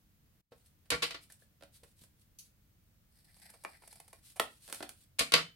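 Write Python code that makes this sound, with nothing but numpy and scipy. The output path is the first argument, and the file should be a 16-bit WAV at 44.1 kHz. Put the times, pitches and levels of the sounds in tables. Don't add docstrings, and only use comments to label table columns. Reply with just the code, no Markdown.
import sys
import numpy as np
from scipy import signal
from scipy.fft import rfft, irfft, next_fast_len
from scipy.io import wavfile
from scipy.ndimage import uniform_filter1d

SR = 44100
rng = np.random.default_rng(int(sys.argv[2]) if len(sys.argv) > 2 else 0)


def unload_audio(sound):
    columns = np.transpose(np.atleast_2d(sound))
    steps = np.round(np.clip(columns, -1, 1) * 32767)
    wavfile.write(sys.argv[1], SR, steps.astype(np.int16))


N = 244755
TIME = np.arange(N) / SR

# time_s, level_db
SQUEEZE_EFFORT = [(3.08, -87), (3.18, -63), (3.24, -66.5), (3.29, -64.5), (3.34, -65), (3.43, -59.5),
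                  (3.6, -67), (3.75, -61), (3.8, -70), (3.87, -58.5), (4.05, -67.5), (4.2, -65)]
# start_s, length_s, level_db
CARD_CREAKS = [(3.265, 0.036, -67.5), (3.385, 0.14, -72.5), (3.72, 0.032, -59.5)]
# centre_hz, width_hz, gain_db
CARD_RESONANCES = [(810, 134, -1.5), (1860, 420, 2), (2200, 35, -16)]
EDGE_RESONANCES = [(4760, 1100, -2.5), (8500, 600, -1), (10500, 1600, -5)]

# start_s, contact_s, level_db, hardness_db
PLASTIC_CRACKS = [(3.364, 0.0037, -63, 5.5), (3.398, 0.0016, -63, 8), (3.443, 0.0025, -67, 6),
                  (3.5, 0.0021, -58, 10), (3.536, 0.005, -57, -0.5), (3.636, 0.0027, -53.5, 5.5),
                  (3.6483, 0.00099, -37.5, -8), (3.82, 0.0028, -58.5, -0.5), (3.835, 0.0017, -60, -9),
                  (3.875, 0.0019, -53, 7), (3.926, 0.0022, -52.5, 6), (3.955, 0.0038, -57.5, 5),
                  (4.0, 0.0017, -49, 3.5), (4.078, 0.0029, -58.5, 6.5), (4.129, 0.0022, -50, 1.5),
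                  (4.358, 0.0082, -51, 2)]
BLADE_SNAP = [(4.3965, 0.0021, -18.5, -3.5)]
GLASS_KNOCKS = [(0.903, 0.0016, -26, 11), (0.914, 0.0067, -32, -8.5), (0.925, 0.0028, -40.5, -10.5),
                (0.941, 0.0029, -42.5, -18.5), (1.0205, 0.0077, -28, 3), (1.106, 0.0031, -39, 2.5),
                (1.143, 0.0035, -42, -3.5), (5.186, 0.0024, -38.5, 7), (5.1905, 0.0034, -23, 10.5),
                (5.204, 0.0035, -31, -9.5), (5.32, 0.0013, -26, 5), (5.326, 0.022, -33.5, -5.5),
                (5.338, 0.0012, -14, 3.5), (5.351, 0.0014, -34.5, -12.5), (5.378, 0.0012, -32, -3.5)]
PACK_TAPS = [(0.518, 0.0053, -63.5, -7), (0.855, 0.004, -71, 0), (1.3, 0.0035, -63, 5.5),
             (1.321, 0.0017, -62, 13.5), (1.42, 0.0014, -75.5, -16), (1.608, 0.0021, -63, -5.5),
             (1.623, 0.0015, -55, -6), (1.634, 0.0012, -54.5, -2), (1.832, 0.0044, -60, 2),
             (2.036, 0.0021, -63, 6.5), (4.677, 0.0019, -54.5, 6.5), (4.687, 0.0014, -56, -7.5),
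             (4.697, 0.003, -51, 4.5), (4.7255, 0.0012, -38, 5), (4.746, 0.001, -47, 8),
             (4.804, 0.002, -48.5, -14.5), (4.8255, 0.0026, -40, -2.5), (4.8915, 0.001, -47.5, 8)]
# frequency_hz, gain_db
CRACK_SPECTRUM = [(50, -24.5), (150, -8.5), (330, -4.5), (540, -3.5), (720, 4.5), (1050, -5), (1450, -9.5),
                  (1900, -2), (2350, 8), (3000, 4), (4400, 0.5), (6500, -6.5), (9600, 5), (15500, -14.5)]
SNAP_SPECTRUM = [(100, -28), (330, 2.5), (560, 1.5), (730, 1), (1200, 4), (1500, -6.5), (1850, 2),
                 (2350, -6), (3000, 1), (4500, -9), (6700, -15), (9000, -5), (15500, -17)]
KNOCK_SPECTRUM = [(50, 4), (110, -4.5), (165, 9.5), (350, -2.5), (800, -7), (1300, -1.5), (1650, -2.5),
                  (2200, 9.5), (4300, 9), (6000, 2.5), (8700, 7), (11500, 1.5), (15500, -13)]
TAP_SPECTRUM = [(50, -26.5), (150, -3), (330, 1), (520, 9.5), (740, 9.5), (1050, 1.5), (1450, 4),
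                (2000, 0.5), (3000, 0.5), (4300, 0.5), (6500, -7), (9200, 2.5), (11500, -4.5), (15500, -13)]
# bass_db, mid_db, presence_db, treble_db
CRACK_BANDS = (-30, 3.3, -1.5, -0.3)
SNAP_BANDS = (-17.5, -2, -1, -3.5)
KNOCK_BANDS = (-17, -4, 1, -11.5)
TAP_BANDS = (-7.5, -0.25, 0.5, -2.1)
IMPACT_BAND_EDGES = [45, 400, 1600, 5500, 16000]
HARDNESS_TILT = (-1, -0.6, 0, 1)

# pitch_hz, level_db, t60_s
GLASS_STEEL_MODES = [(161.6, 7.5, 0.35), (195, 7.5, 0.36), (285.5, 14.5, 0.26), (468, 10.5, 0.24),
                     (481.8, 16, 0.13), (670.2, 12.5, 0.25), (970, 4.5, 0.2), (1107, 1, 0.17),
                     (1134, 13.5, 0.11), (1400, 15.5, 0.11), (1970, 14.5, 0.13), (2180, 5, 0.24),
                     (2327, 15, 0.32), (2645, 11, 0.23), (2937, 13.5, 0.16), (3050, 13, 0.39),
                     (3140, 10, 0.23), (3650, 3.5, .24), (4170, 14, .22), (4690, 12, 0.14),
                     (4800, 16.5, 0.12), (4840, 8, .16)]
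# start_s, level_db, fade_s
BLADE_SWISHES = [(2.386, -47, 0.018), (4.728, -59, 0.016)]
# centre_hz, width_hz, gain_db
BLADE_RESONANCES = [(3060, 530, -8), (4730, 980, -5), (6250, 900, 1.5), (8200, 1200, -4.5),
                    (10500, 1600, -1), (13600, 1300, -16.5)]
# start_s, length_s, level_db
RUB_STROKES = [(0.53, 0.09, -77), (0.64, 0.027, -58), (1.2, 0.038, -57.5), (1.285, 0.044, -57.5),
               (1.37, 0.068, -67.5), (1.715, 0.053, -58.5), (1.83, 0.085, -72.5), (1.955, 0.085, -60.5),
               (2.17, 0.051, -70), (2.43, 0.034, -62.5), (4.21, 0.11, -59.5), (4.46, 0.12, -66.5),
               (4.585, 0.11, -59.5), (4.69, 0.12, -55), (4.93, 0.11, -68.5)]
# frequency_hz, gain_db
RUB_SPECTRUM = [(200, -23.5), (700, -15), (1700, -10.5), (2600, -5.5), (4100, -1), (6500, -6.5),
                (8700, 1.5), (11500, -1.5), (15500, -16)]
# start_s, pitch_hz, level_db, t60_s
PACK_TOCKS = [(0.52, 492, -52, 0.035), (1.301, 1760, -56, 0.019), (1.422, 1710, -64.5, 0.039),
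              (1.626, 567, -57.5, 0.052), (1.832, 483, -57, 0.027), (2.018, 172, -51.5, 0.022)]
# frequency_hz, t60_s
ROOM_DECAY = [(150, 0.37), (600, 0.19), (2500, 0.26), (6000, 0.23), (14000, 0.2)]
# frequency_hz, gain_db
ROOM_SPECTRUM = [(15, -44), (25, -9.5), (82, -5), (152, -10.5), (215, -13), (253, -21), (305, -19),
                 (389, -30), (457, -27), (762, -33), (1050, -34.5), (1380, -33.5), (2300, -35),
                 (9050, -39.5), (15500, -33.5)]


def cutting(creak_db, groan_db, crackle_db):
    slips = friction(slip_hz=230, uneven_db=4.8, grain_db=7, spread=0.7)
    times, effort_db = np.transpose(SQUEEZE_EFFORT)
    effort = undb(np.interp(TIME, times, effort_db, left=-140, right=-140))
    card = unit(band(resonate(slips, CARD_RESONANCES), 450, 2800))
    edge = unit(band(resonate(slips, EDGE_RESONANCES), 3000, 13000))
    creak = card * (undb(groan_db) * effort + undb(creak_db) * strokes(CARD_CREAKS))
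    return creak + undb(crackle_db) * edge * effort


def fracture():
    cracks = impacts(PLASTIC_CRACKS, CRACK_SPECTRUM, CRACK_BANDS,
                     pan_db=-2.2, spread=0.35, grain_db=1, stretch=0.95)
    snap = impacts(BLADE_SNAP, SNAP_SPECTRUM, SNAP_BANDS,
                   pan_db=-1.5, spread=0.23, grain_db=1, stretch=0.83)
    return cracks + snap


def clatter():
    return impacts(GLASS_KNOCKS, KNOCK_SPECTRUM, KNOCK_BANDS,
                   pan_db=-0.5, spread=0.92, grain_db=2, stretch=1.005)


def table_ring(knocks, ring_db, rattle_db, rattle_t60_s):
    t = np.arange(SR // 2) / SR
    ring = 0
    for hz, db, t60 in GLASS_STEEL_MODES:
        decay = np.log(1000) / t60
        shortness = min(hz / 3000, 1)
        phase = 2 * np.pi * shortness * (rng.random((2, 1)) - 1 / 2)
        waver = shortness * np.cumsum(rng.standard_normal(len(t))) * np.sqrt(decay / SR / 2)
        envelope = undb(db) * 2 * decay / SR * np.exp(-decay * t)
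        ring = ring + envelope * np.cos(2 * np.pi * hz * t + phase + waver)
    chatter = grit(len(t), grain_db=3, spread=1) * np.exp(-np.log(1000) * t / rattle_t60_s)
    chatter = band(unit(chatter) / np.sqrt(len(t)), 1800, 4500, order=2)
    return convolve(knocks, undb(ring_db) * ring + undb(rattle_db) * chatter)


def blades_slide(rise_s):
    contacts = grit(N, grain_db=3, spread=1)
    scrape = unit(band(resonate(contacts, BLADE_RESONANCES), 2500, 16000))
    gain = 0
    for start, db, fade_s in BLADE_SWISHES:
        age = np.maximum(TIME - start, 0)
        gain = gain + undb(db) * (1 - np.exp(-age / rise_s)) * np.exp(-age / fade_s)
    return scrape * gain


def handling(rub_db, tap_db, tock_db):
    slips = friction(slip_hz=200, uneven_db=2.5, grain_db=5, spread=0.8)
    rub = unit(colour(slips, RUB_SPECTRUM)) * strokes(RUB_STROKES)
    taps = impacts(PACK_TAPS, TAP_SPECTRUM, TAP_BANDS,
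                   pan_db=-2.4, spread=0.44, grain_db=5.5, stretch=0.93)
    tocks = 0
    for start, hz, db, t60 in PACK_TOCKS:
        age = np.maximum(TIME - start, 0)
        tocks = tocks + undb(db) * np.sin(2 * np.pi * hz * age) * np.exp(-np.log(1000) * age / t60)
    return undb(rub_db) * rub + undb(tap_db) * taps + undb(tock_db) * tocks


def impacts(table, spectrum, bands_db, pan_db, spread, grain_db, stretch):
    size = 4096
    t = np.arange(size) / SR
    out = np.zeros((2, N + size))
    for start, contact_s, level_db, hardness_db in table:
        age = t / max(contact_s * stretch, 1e-4)
        burst = grit(size, grain_db, spread) * age * np.exp(-age)
        force = colour(whiten(burst), spectrum)
        first = int(start * SR)
        levels = level_db + np.array(bands_db) + hardness_db * np.array(HARDNESS_TILT)
        for db, lo, hi in zip(levels, IMPACT_BAND_EDGES, IMPACT_BAND_EDGES[1:]):
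            part = band(force, lo, hi)
            power = uniform_filter1d(np.mean(part ** 2, axis=0), size=150, mode="constant")
            shadow_db = pan_db * min(hi / 1600, 1)
            gains = undb(db + np.array([[shadow_db], [-shadow_db]]) / 2)
            out[:, first:first + size] += gains * part / np.sqrt(power.max())
    return out[:, :N]


def friction(slip_hz, uneven_db, grain_db, spread):
    slip_index = np.cumsum(rng.random(N) < slip_hz / SR)
    return grit(N, grain_db, spread) * undb(uneven_db * rng.standard_normal(N)[slip_index])


def grit(size, grain_db, spread):
    mid, side, grain_sizes = rng.standard_normal((3, size))
    side = spread * band(side, 700, 20000, order=2)
    return stereo(mid, side) * undb(grain_db * np.tanh(grain_sizes))


def strokes(table, attack_s=0.048, release_s=0.0083):
    gain = 0
    for start, length, db in table:
        rise = np.clip((TIME - start) / attack_s, 0, 1)
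        fall = np.exp(-np.maximum(TIME - start - length, 0) / release_s)
        gain = np.maximum(gain, undb(db) * rise * fall)
    return gain


def reverberation(x, wet_db, build_s, shared_hz):
    t = np.arange(SR // 2) / SR
    freqs = np.fft.rfftfreq(len(t), 1 / SR)
    mid, side = np.exp(2j * np.pi * rng.random((2, len(freqs))))
    width = freqs / np.hypot(freqs, shared_hz)
    field = stereo(mid, width * side) / np.sqrt(1 + width ** 2)
    build = 1 - np.exp(-(t / build_s) ** 2)
    octaves_hz = 80 * 2. ** np.arange(9)
    response = 0
    for lo, hi in zip(octaves_hz, octaves_hz[1:]):
        t60 = on_log_axis(np.sqrt(lo * hi), ROOM_DECAY)
        reflections = irfft(field * ((freqs >= lo) & (freqs < hi)), len(t))
        response = response + reflections * unit(build * np.exp(-np.log(1000) * t / t60))
    return undb(wet_db) * convolve(x, response)


def room_tone(level_db, bass_side_db):
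    mid, side = colour(rng.standard_normal((2, N)), ROOM_SPECTRUM)
    side = colour(side, [(200, bass_side_db), (600, -1.0), (2000, 0.5)])
    return undb(level_db) * stereo(mid, side) / np.std(mid)


def whiten(burst):
    power = uniform_filter1d(np.mean(np.abs(rfft(burst)) ** 2, axis=0), size=70)
    freqs = np.fft.rfftfreq(burst.shape[-1], 1 / SR)
    return colour(burst, np.transpose([freqs, -10 * np.log10(power)])[1:])


def colour(x, points):
    size = 2 * next_fast_len(x.shape[-1])
    gain = undb(on_log_axis(np.fft.rfftfreq(size, 1 / SR), points))
    cepstrum = irfft(np.log(gain))
    cepstrum[1:size // 2] *= 2
    cepstrum[size // 2 + 1:] = 0
    return irfft(rfft(x, size) * np.exp(rfft(cepstrum)))[..., :x.shape[-1]]


def resonate(x, peaks):
    return sum(undb(db) * signal.lfilter(*signal.iirpeak(hz, hz / width, fs=SR), x)
               for hz, width, db in peaks)


def band(x, lo_hz, hi_hz, order=3):
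    return signal.sosfilt(signal.butter(order, [lo_hz, hi_hz], "band", fs=SR, output="sos"), x)


def convolve(x, response):
    return signal.fftconvolve(x, response, axes=-1)[:, :N]


def on_log_axis(hz, points):
    freqs, values = np.transpose(points)
    return np.interp(np.log(np.maximum(hz, 1)), np.log(freqs), values)


def stereo(mid, side):
    return mid + np.array([[1], [-1]]) * side


def unit(x):
    return x / np.sqrt(np.mean(x ** 2))


def undb(db):
    return 10 ** (np.asarray(db) / 20)


def scene():
    knocks = undb(-2) * clatter()
    ring = table_ring(knocks, ring_db=-5, rattle_db=-1, rattle_t60_s=0.13)
    cut = cutting(creak_db=0.5, groan_db=-15.5, crackle_db=-4.5) + undb(-5) * fracture()
    swish = blades_slide(rise_s=0.0013)
    pack = handling(rub_db=-1.5, tap_db=-1.5, tock_db=4)
    incident = knocks + undb(-1.5) * cut + swish + pack
    walls = reverberation(incident, wet_db=-3.5, build_s=0.0025, shared_hz=925)
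    return cut + knocks + ring + swish + pack + walls + room_tone(level_db=-68.8, bass_side_db=-10)


def record(dry):
    dip_start_s, dip_end_s, dip_db, cutoff_hz = 0.412, 0.512, -21, 15900
    in_dip = (TIME > dip_start_s) & (TIME < dip_end_s)
    gain = uniform_filter1d(np.where(in_dip, undb(dip_db), 1.), size=400)
    low_pass = signal.ellip(8, 0.2, 70, cutoff_hz, fs=SR, output="sos")
    return signal.sosfilt(low_pass, dry * gain)


dry = scene()
out = record(dry)
unload_audio(out)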